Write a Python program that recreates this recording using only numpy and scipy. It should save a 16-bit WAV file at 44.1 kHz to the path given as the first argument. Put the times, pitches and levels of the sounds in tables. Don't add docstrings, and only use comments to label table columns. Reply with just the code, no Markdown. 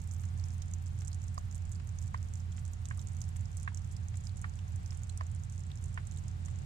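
import sys
import numpy as np
from scipy import signal
from scipy.fft import rfft, irfft
from scipy.io import wavfile
from scipy.ndimage import uniform_filter1d

SR = 44100
rng = np.random.default_rng(int(sys.argv[2]) if len(sys.argv) > 2 else 0)


def undo_db(level):
    steps = np.asarray(level, float) / 20
    return 10 ** steps


def unload_audio(sound):
    columns = np.transpose(np.atleast_2d(sound))
    steps = np.round(np.clip(columns, -1, 1) * 32767)
    wavfile.write(sys.argv[1], SR, steps.astype(np.int16))


N = 293441

# start in seconds, peak at the right port in dB, pitch in Hz, left minus right in dB.
SPLATS = [(0.017, -41.6, 7100, -14.0), (0.1114, -41.9, 6900, -19.0), (0.1362, -42, 8610.0, -12.0),
          (0.6203, -36.5, 6240, -21.0), (0.7367, -34, 7170.0, -16), (1.0736, -42.5, 7190.0, -19.0),
          (1.08, -34.5, 7300, -13), (1.1304, -42, 6640, -18.0), (1.5465, -41.5, 8300, -14),
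          (1.987, -38, 6540, -18.0), (2.0254, -38.7, 7530, -17), (2.3375, -39.5, 7500, -19.0),
          (2.855, -35.5, 6650, -24), (2.8865, -40.5, 8300, -12), (3.2164, -31.5, 6480.0, -24.0),
          (3.367, -38.5, 7900, -14), (3.5703, -35.5, 8000, -18), (3.6304, -36, 8600, -21),
          (3.7732, -36.5, 6350, -6), (3.8458, -43, 6610.0, -17), (3.966, -38.5, 6120.0, -18.0),
          (4.1712, -37.5, 8300, -15), (4.27, -39, 5060, -12), (4.4152, -39.5, 8160, -8),
          (5.0342, -39.5, 7450, -20), (5.0946, -41.5, 7100, -23), (5.175, -35, 8000, -5),
          (5.498, -42.7, 6940, -22), (5.8404, -40.5, 7900, -15.0), (6.0707, -37, 7100, -28)]
# start in seconds, peak in dB, pitch in Hz.
MOSS_SPLATS = [(0.1452, -46, 6050.0), (0.197, -47, 7000), (0.3973, -45, 5700), (0.4397, -41.5, 5570),
               (0.6823, -48.1, 6800), (0.867, -44.5, 6060.0), (1.1454, -39.5, 7200), (1.282, -45, 6630),
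               (1.3788, -40.5, 5170), (1.526, -44.5, 7000), (1.749, -46, 7600), (2.0778, -44.4, 6460),
               (2.1444, -45, 4800), (2.1758, -47, 5000), (2.3551, -41.5, 6850), (2.5247, -49, 7200),
               (2.652, -42, 7400), (2.9927, -41.5, 6400), (3.1676, -43, 7000.0), (3.3613, -43, 6850),
               (3.5994, -45, 6700), (4.263, -53, 6680.0), (4.8605, -42, 5900), (4.907, -40.5, 5820),
               (5.2092, -45.5, 4740), (5.3604, -48, 7100), (5.7559, -44, 6800), (6.1849, -45.5, 6590.0),
               (6.3133, -50, 6620.0), (6.4588, -39.5, 6900)]
# start in seconds, peak in dB, pitch in Hz.
ICE_SPLATS = [(0.0747, -43.5, 8270.0), (0.119, -45.2, 7300.0), (0.1275, -53, 8150), (0.217, -46, 8630.0),
              (0.2536, -41.5, 7200), (0.485, -41, 7500), (0.536, -48, 8700), (1.24, -43.5, 7160.0),
              (1.3442, -42.5, 8350), (1.5799, -47.5, 7450.0), (1.7179, -38.5, 8170.0), (1.873, -45.5, 7660),
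              (2.5727, -44.1, 7350), (2.6794, -45, 8300), (2.9747, -40.5, 9200), (3.0154, -42, 7480.0),
              (3.206, -45, 7840), (3.29, -44, 8400), (3.9236, -44.5, 7900), (4.2444, -48, 7370.0),
              (4.9732, -40.5, 8800), (5.315, -45.5, 7990.0), (5.3493, -44, 7750.0), (5.5235, -41.5, 7350.0),
              (5.8253, -48, 7700), (5.858, -44.5, 7710.0), (5.8824, -47.5, 7700), (6.121, -45.5, 8300),
              (6.174, -42, 7500), (6.5879, -43.5, 7300.0)]
# start in seconds, peak in dB.
SPECKS = [(0.2353, -53), (0.4558, -58), (0.8608, -47), (0.9891, -46.5), (1.6216, -50), (2.3729, -48.3),
          (2.5959, -48), (2.8698, -61), (3.0858, -44), (3.1177, -56), (3.1481, -51), (3.1871, -50),
          (3.4559, -46), (3.5158, -46.5), (3.6859, -52), (3.7583, -54), (4.1559, -45), (4.2382, -46),
          (4.3704, -42), (4.3773, -47.5), (4.4956, -46), (4.5559, -47), (4.6802, -46.5), (4.9495, -48),
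          (4.993, -52), (5.2354, -48), (5.5307, -52), (5.5796, -45), (6.1623, -51), (6.4841, -47)]
# first drip in seconds, period in seconds, slowing in seconds per second squared, last drip in seconds.
TIPS = [
    (.0395, .16822, .00046, 6.63),
    (.0016, .50332, .00032, 6.63),
    (.3860, .6343, -.00073, 5.9),
]
# peak in dB, growth in dB per second, pitch in Hz.
TIP_VOICES = [
    (-47, 0.64, 7100),
    (-46, -1, 6450),
    (-42, -3.6, 7250),
]
# peak in dB, first ring in Hz, second ring in Hz, first
# ring over peak in dB, second ring over peak in dB.
DROPS = [
    (-36, 1120, 680, 11, 1.5),
    (-26, 1040, 1400, 4.5, -18),
    (-29, 1110, 1620, -4, -1),
    (-25, 1105, 1630, -1, -0.5),
    (-25.5, 1110, 1380, -9.5, -5),
    (-28, 1090, 780, 3.5, -10),
    (-25, 1030, 1450, -5, -6.5),
]
# start in seconds, peak in dB, centre in Hz, left minus right in dB.
PLOPS = [(0.6212, -50, 3550, -1), (1.117, -51, 4300, -8), (1.1304, -48, 4700, -13), (4.294, -52, 4040, -8),
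         (2.5247, -54.5, 3400, -4.0), (2.8555, -47, 3550, -5), (2.995, -49.5, 3700, -3),
         (4.5902, -49.5, 2800, -3), (5.0966, -45.5, 3800, -7), (5.7158, -46.5, 3430, -8),
         (6.1203, -53, 3700, 3.0), (6.1714, -52.5, 3680, -7)]
# start in seconds, peak in dB, centre in Hz, left minus right in dB.
AFTER_DROPS = [
    (2.98, -54, 1150, -1.0),
    (3.718, -54, 920, -2.5),
]
# centre in Hz, width in Hz, lift in dB.
PORTS = [
    (9600, 1800, 8),
    (7230, 4400, 7),
]
# multiple of the firing cycle, level in dB.
ENGINE_ORDERS = [(5, -65.3), (6, -62.0), (7, -64.9), (8, -48.6), (9, -71.2), (10, -61.3), (11, -49.5),
                 (12, -59.9), (13, -37.8), (14, -63.2), (15, -48.5), (16, -49.5), (17, -54.3), (18, -65.3),
                 (19, -57.6), (20, -72.5), (21, -55.9), (22, -70.9), (23, -71.3), (24, -70.6), (25, -69.5),
                 (27, -72.5), (29, -72.1), (31, -69.7)]
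# centre in seconds, lift over the breeze in dB.
PUFFS = [
    (0.0, 8),
    (.13, 0),
    (.37, 3),
    (6.0, 6),
    (6.2, 3),
    (6.39, 2),
]
# frequency in Hz, left level in dB per Hz, right level in dB per Hz.
AIR = [(24.2, -104, -65), (44, -80.5, -70.5), (102.2, -66, -60), (215.4, -78.5, -78), (292, -96.5, -97),
       (466, -94, -99), (753, -86.5, -88.5), (965, -94.5, -93.5), (2050, -99.3, -99.1),
       (4520, -105.1, -106.8), (7300, -108.3, -107.5), (7900, -110.0, -107.9), (10300, -121.2, -116.0),
       (15700, -145, -133)]
# frequency in Hz, left-right correlation.
LIKENESS = [(40, 0.04), (130, 0.97), (290, -0.34), (640, -0.9), (1410, -0.41), (4000, 0.15)]


def patter():
    s, db, hz, left_db = drips()
    right = splash(s, db, hz, count=7, spread_s=0.0025, fade_db=9.5, scatter=0.23)
    left = splash(s + 0.00093, db + left_db, 1.04 * hz, count=10, spread_s=0.00043, fade_db=2, scatter=0.24)

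    spray = bursts(s, db - 8.5, decay_s=0.0064, size=300) * undo_db([[-14], [0]])
    spray = band_twice(spray, 7200, 3500)

    splat_crack_db = 0.6 * db - 40 + 18 * rng.random(len(s))
    crack_db = np.r_[splat_crack_db, -61 + 12 * rng.random(400)]
    crack_s = np.r_[s, rng.random(400) * N / SR]
    turn_away_db_per_s = -1
    crack = bursts(crack_s, crack_db + turn_away_db_per_s * crack_s, decay_s=0.0014, size=110)
    crack = band_twice(crack, 12400, 4700) * undo_db([[-13], [0]])

    chance = rng.random((2500, 3)).T
    far_db = -66 + 8.2 * chance[1]
    far_hz = 6100 * 1.46 ** chance[2]
    far = splash(chance[0] * N / SR, far_db, far_hz, count=2, spread_s=0.0014, fade_db=2, scatter=0.12)

    tick = bursts(s, db - 10, decay_s=0.00038, size=9)
    tick = band(tick, 5000, 13000) * undo_db([[-12], [0]])
    return np.array([left, right + far]) + spray + crack + tick


def drips():
    stray_hz = 7300
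    speck_hz = stray_hz * (1 + 0.06 * rng.standard_normal(len(SPECKS)))
    rows = [np.array(SPLATS)[:, :3], np.array(MOSS_SPLATS), np.array(ICE_SPLATS), np.c_[SPECKS, speck_hz]]

    for (first_s, period_s, slowing, last_s), (db, growth_db, hz) in zip(TIPS, TIP_VOICES):
        beat = np.arange(0, last_s - first_s, period_s)
        chance = rng.standard_normal((len(beat), 2)).T
        tip_s = first_s + beat + slowing * beat ** 2
        tip_db = db + growth_db * beat + 3.34 * chance[0]
        rows.append(np.c_[tip_s, tip_db, hz * (1 + 0.053 * chance[1])])
    s, db, hz = np.vstack(rows).T

    strays_per_s, stray_db, stray_wait_s = 14, -50.5, 0.036
    count = int(strays_per_s * N / SR)
    chance = rng.standard_normal((count, 2)).T
    where = rng.random((count, 2)).T
    parent_s = s[(where[0] * len(s)).astype(int)]
    stray_s = parent_s + 0.0074 - stray_wait_s * np.log(1 - where[1])
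    s = np.r_[s, np.minimum(stray_s, N / SR - 0.01)]
    db = np.r_[db, stray_db + chance[0]]
    hz = np.r_[hz, stray_hz * (1 + 0.08 * chance[1])]

    shadow_db = -12.5
    left_db = np.r_[np.array(SPLATS)[:, 3], np.full(len(s) - len(SPLATS), shadow_db)]
    return s, db + 1.1, 0.943 * hz, left_db


def splash(s, db, hz, count, spread_s, fade_db, scatter):
    chance = rng.random((len(s), count, 4))
    later = np.arange(count) > 0
    wait = -np.log(1 - chance[..., 0]) * later
    gain = undo_db(db[:, None] - fade_db * wait - (1 + 5 * chance[..., 1]) * later)
    pitch = hz[:, None] * np.exp(scatter * (2 * chance[..., 2] - 1) * later)
    cycles = np.where(later, 0.96 + 6.7 * chance[..., 3], 2.2 + 3.4 * chance[..., 3])
    start_s = s[:, None] + spread_s * wait
    return bubbles(start_s.ravel(), pitch.ravel(), cycles.ravel(), gain.ravel(), glide=0.079)


def bubbles(s, hz, cycles, gain, glide):
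    length = 640
    t = np.arange(length)[None] / SR
    turns = t * hz[:, None] / cycles[:, None]
    shape = (1 - np.exp(-turns / 0.11)) * np.exp(-turns)
    rise = 1 + glide * turns / (1 + turns)
    wave = gain[:, None] * shape * np.sin(2 * np.pi * hz[:, None] * t * rise)
    at = (s * SR).astype(int)[:, None] + np.arange(length)
    return np.bincount(at.ravel(), wave.ravel(), N + SR)[:N]


def bursts(s, db, decay_s, size):
    hits = np.bincount((s * SR).astype(int), undo_db(db), N)
    shape = signal.lfilter([1], [1, -np.exp(-1 / (decay_s * SR))], hits)
    return uniform_filter1d(shape, size=size) * rng.standard_normal((2, N))


def drops():
    first_s, period_s = 1.3784, 0.7662
    out = np.zeros((2, N))
    t = np.arange(2600) / SR - 0.002
    turn = np.array([[2.1], [0]])
    shadow = undo_db([[-5], [0]])
    detune = np.array([[1.03], [1]])

    slap = np.exp(-(t / 0.00074) ** 2) * np.cos(2 * np.pi * 1800 * t + turn)
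    swell = np.clip(1 + t / 0.0018, 0, 1)
    fill = np.clip(0.5 + t / 0.0012 / 2, 0, 1)
    ring = fill * np.exp(-np.abs(t / 0.0044) ** 3)
    tail = undo_db(-2) * np.exp(-t / 0.012)

    for k, (db, first_hz, second_hz, first_db, second_db) in enumerate(DROPS):
        modes = [(480, first_db / 2 - 21), (730, first_db / 2 - 14), (first_hz, first_db), (second_hz, second_db),
                 (1850, -7), (2280, -14)]
        rings = sum(undo_db(ring_db) * np.cos(2 * np.pi * hz * detune * t + turn) for hz, ring_db in modes)
        wet = band_twice(rng.standard_normal((2, len(t))), second_hz, 1500)
        sound = undo_db(-13.5) * slap + swell * (ring * rings + tail * wet)
        at = int((first_s + k * period_s - 0.0018) * SR)
        out[:, at:at + len(t)] += undo_db(db - 4.5) * shadow * sound
    return out


def taps():
    s, db, hz, pan_db = np.vstack([PLOPS, AFTER_DROPS]).T
    plops = []
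    for side in (1, -1):
        port_db = db + side * pan_db / 2 + 1.5
        plops.append(splash(s, port_db, 0.977 * hz, count=4, spread_s=0.0022, fade_db=2, scatter=0.27))
    puddles = len(PLOPS)
    contact = bursts(s[:puddles], db[:puddles] + 3, decay_s=0.00065, size=12)

    pat_first_s, pat_period_s, pat_db = 0.2375, 0.7806, -60
    pat_s = np.arange(pat_first_s, N / SR, pat_period_s)
    pats = bursts(pat_s, np.full(len(pat_s), pat_db + 16.5), decay_s=0.0054, size=66)
    return np.array(plops) + band(contact, 5000, 3000) + band_twice(pats, 1500, 3600)


def bump():
    t = np.arange(N) / SR - 0.345
    knock = np.exp(-(t / 0.0022) ** 2) * np.sin(2 * np.pi * 230 * t)
    return undo_db(-47) * knock * undo_db([[0], [-6]])


def engine():
    cycle_hz = 6.659
    spread = 0.285
    turn = 2 * np.pi * cycle_hz * np.arange(N) / SR + 0.13 * walk(0.836)
    hum = 0
    for k, db in ENGINE_ORDERS:
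        waver = undo_db(db + 0.78 * walk(4.08))
        hum = hum + waver * np.sqrt(2) * np.sin(k * turn + spread * k ** 2)
    return hum * undo_db([[-5.7], [0]])


def wind():
    breeze_db, freshen_s, freshen_db_per_s, puff_s = -69, 5.5, 4.5, 0.022
    t = np.arange(N) / SR
    db = breeze_db + freshen_db_per_s * np.maximum(t - freshen_s, 0)
    db = db + sum(lift_db * np.exp(-((t - s) / puff_s) ** 2) for s, lift_db in PUFFS)
    ports = []
    for _ in range(2):
        rumble = band(band(rng.standard_normal(N), 258, 227), 283, 220)
        ports.append(rumble * undo_db(db + 3 * walk(25)))
    return np.array(ports) * undo_db([[21], [16]])


def air():
    hz = np.log(np.fft.rfftfreq(N, 1 / SR) + 1)
    table, like = np.array(AIR), np.array(LIKENESS)
    share = np.clip(np.interp(hz, np.log(like[:, 0]), like[:, 1]), -1, 1)
    waver = undo_db(0.6 * np.array([walk(4.77), walk(3.81)]))
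    first, other = rfft(rng.standard_normal((2, N)) * waver)
    pair = np.array([first, share * first + np.sqrt(1 - share ** 2) * other])
    colour = [undo_db(np.interp(hz, np.log(table[:, 0]), table[:, k])) * np.sqrt(SR / 2) for k in (1, 2)]
    return irfft(pair * colour, N)


def band(x, hz, width):
    return signal.lfilter(*signal.iirpeak(hz, hz / width, fs=SR), x)


def band_twice(x, hz, width):
    return band(band(x, hz, width), hz, width)


def walk(rate):
    k = int(SR / rate)
    steps = np.repeat(rng.standard_normal(N // k + 1), k)
    return 1.3 * uniform_filter1d(uniform_filter1d(steps, k), k)[:N]


def scene():
    wet = [x + undo_db(db) * band(x, hz, width) for x, (hz, width, db) in zip(patter(), PORTS)]
    return undo_db(-5) * np.array(wet) + drops() + taps() + bump() + engine() + wind() + air()


def top_cut(x):
    return signal.sosfilt(signal.butter(12, 16360, fs=SR, output="sos"), x)


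def record(dry):
    low_pass = signal.ellip(10, 0.2, 60, 15800, fs=SR, output="sos")
    mix = signal.sosfilt(low_pass, dry)
    return top_cut(mix)


dry = scene()
out = record(dry)
unload_audio(out)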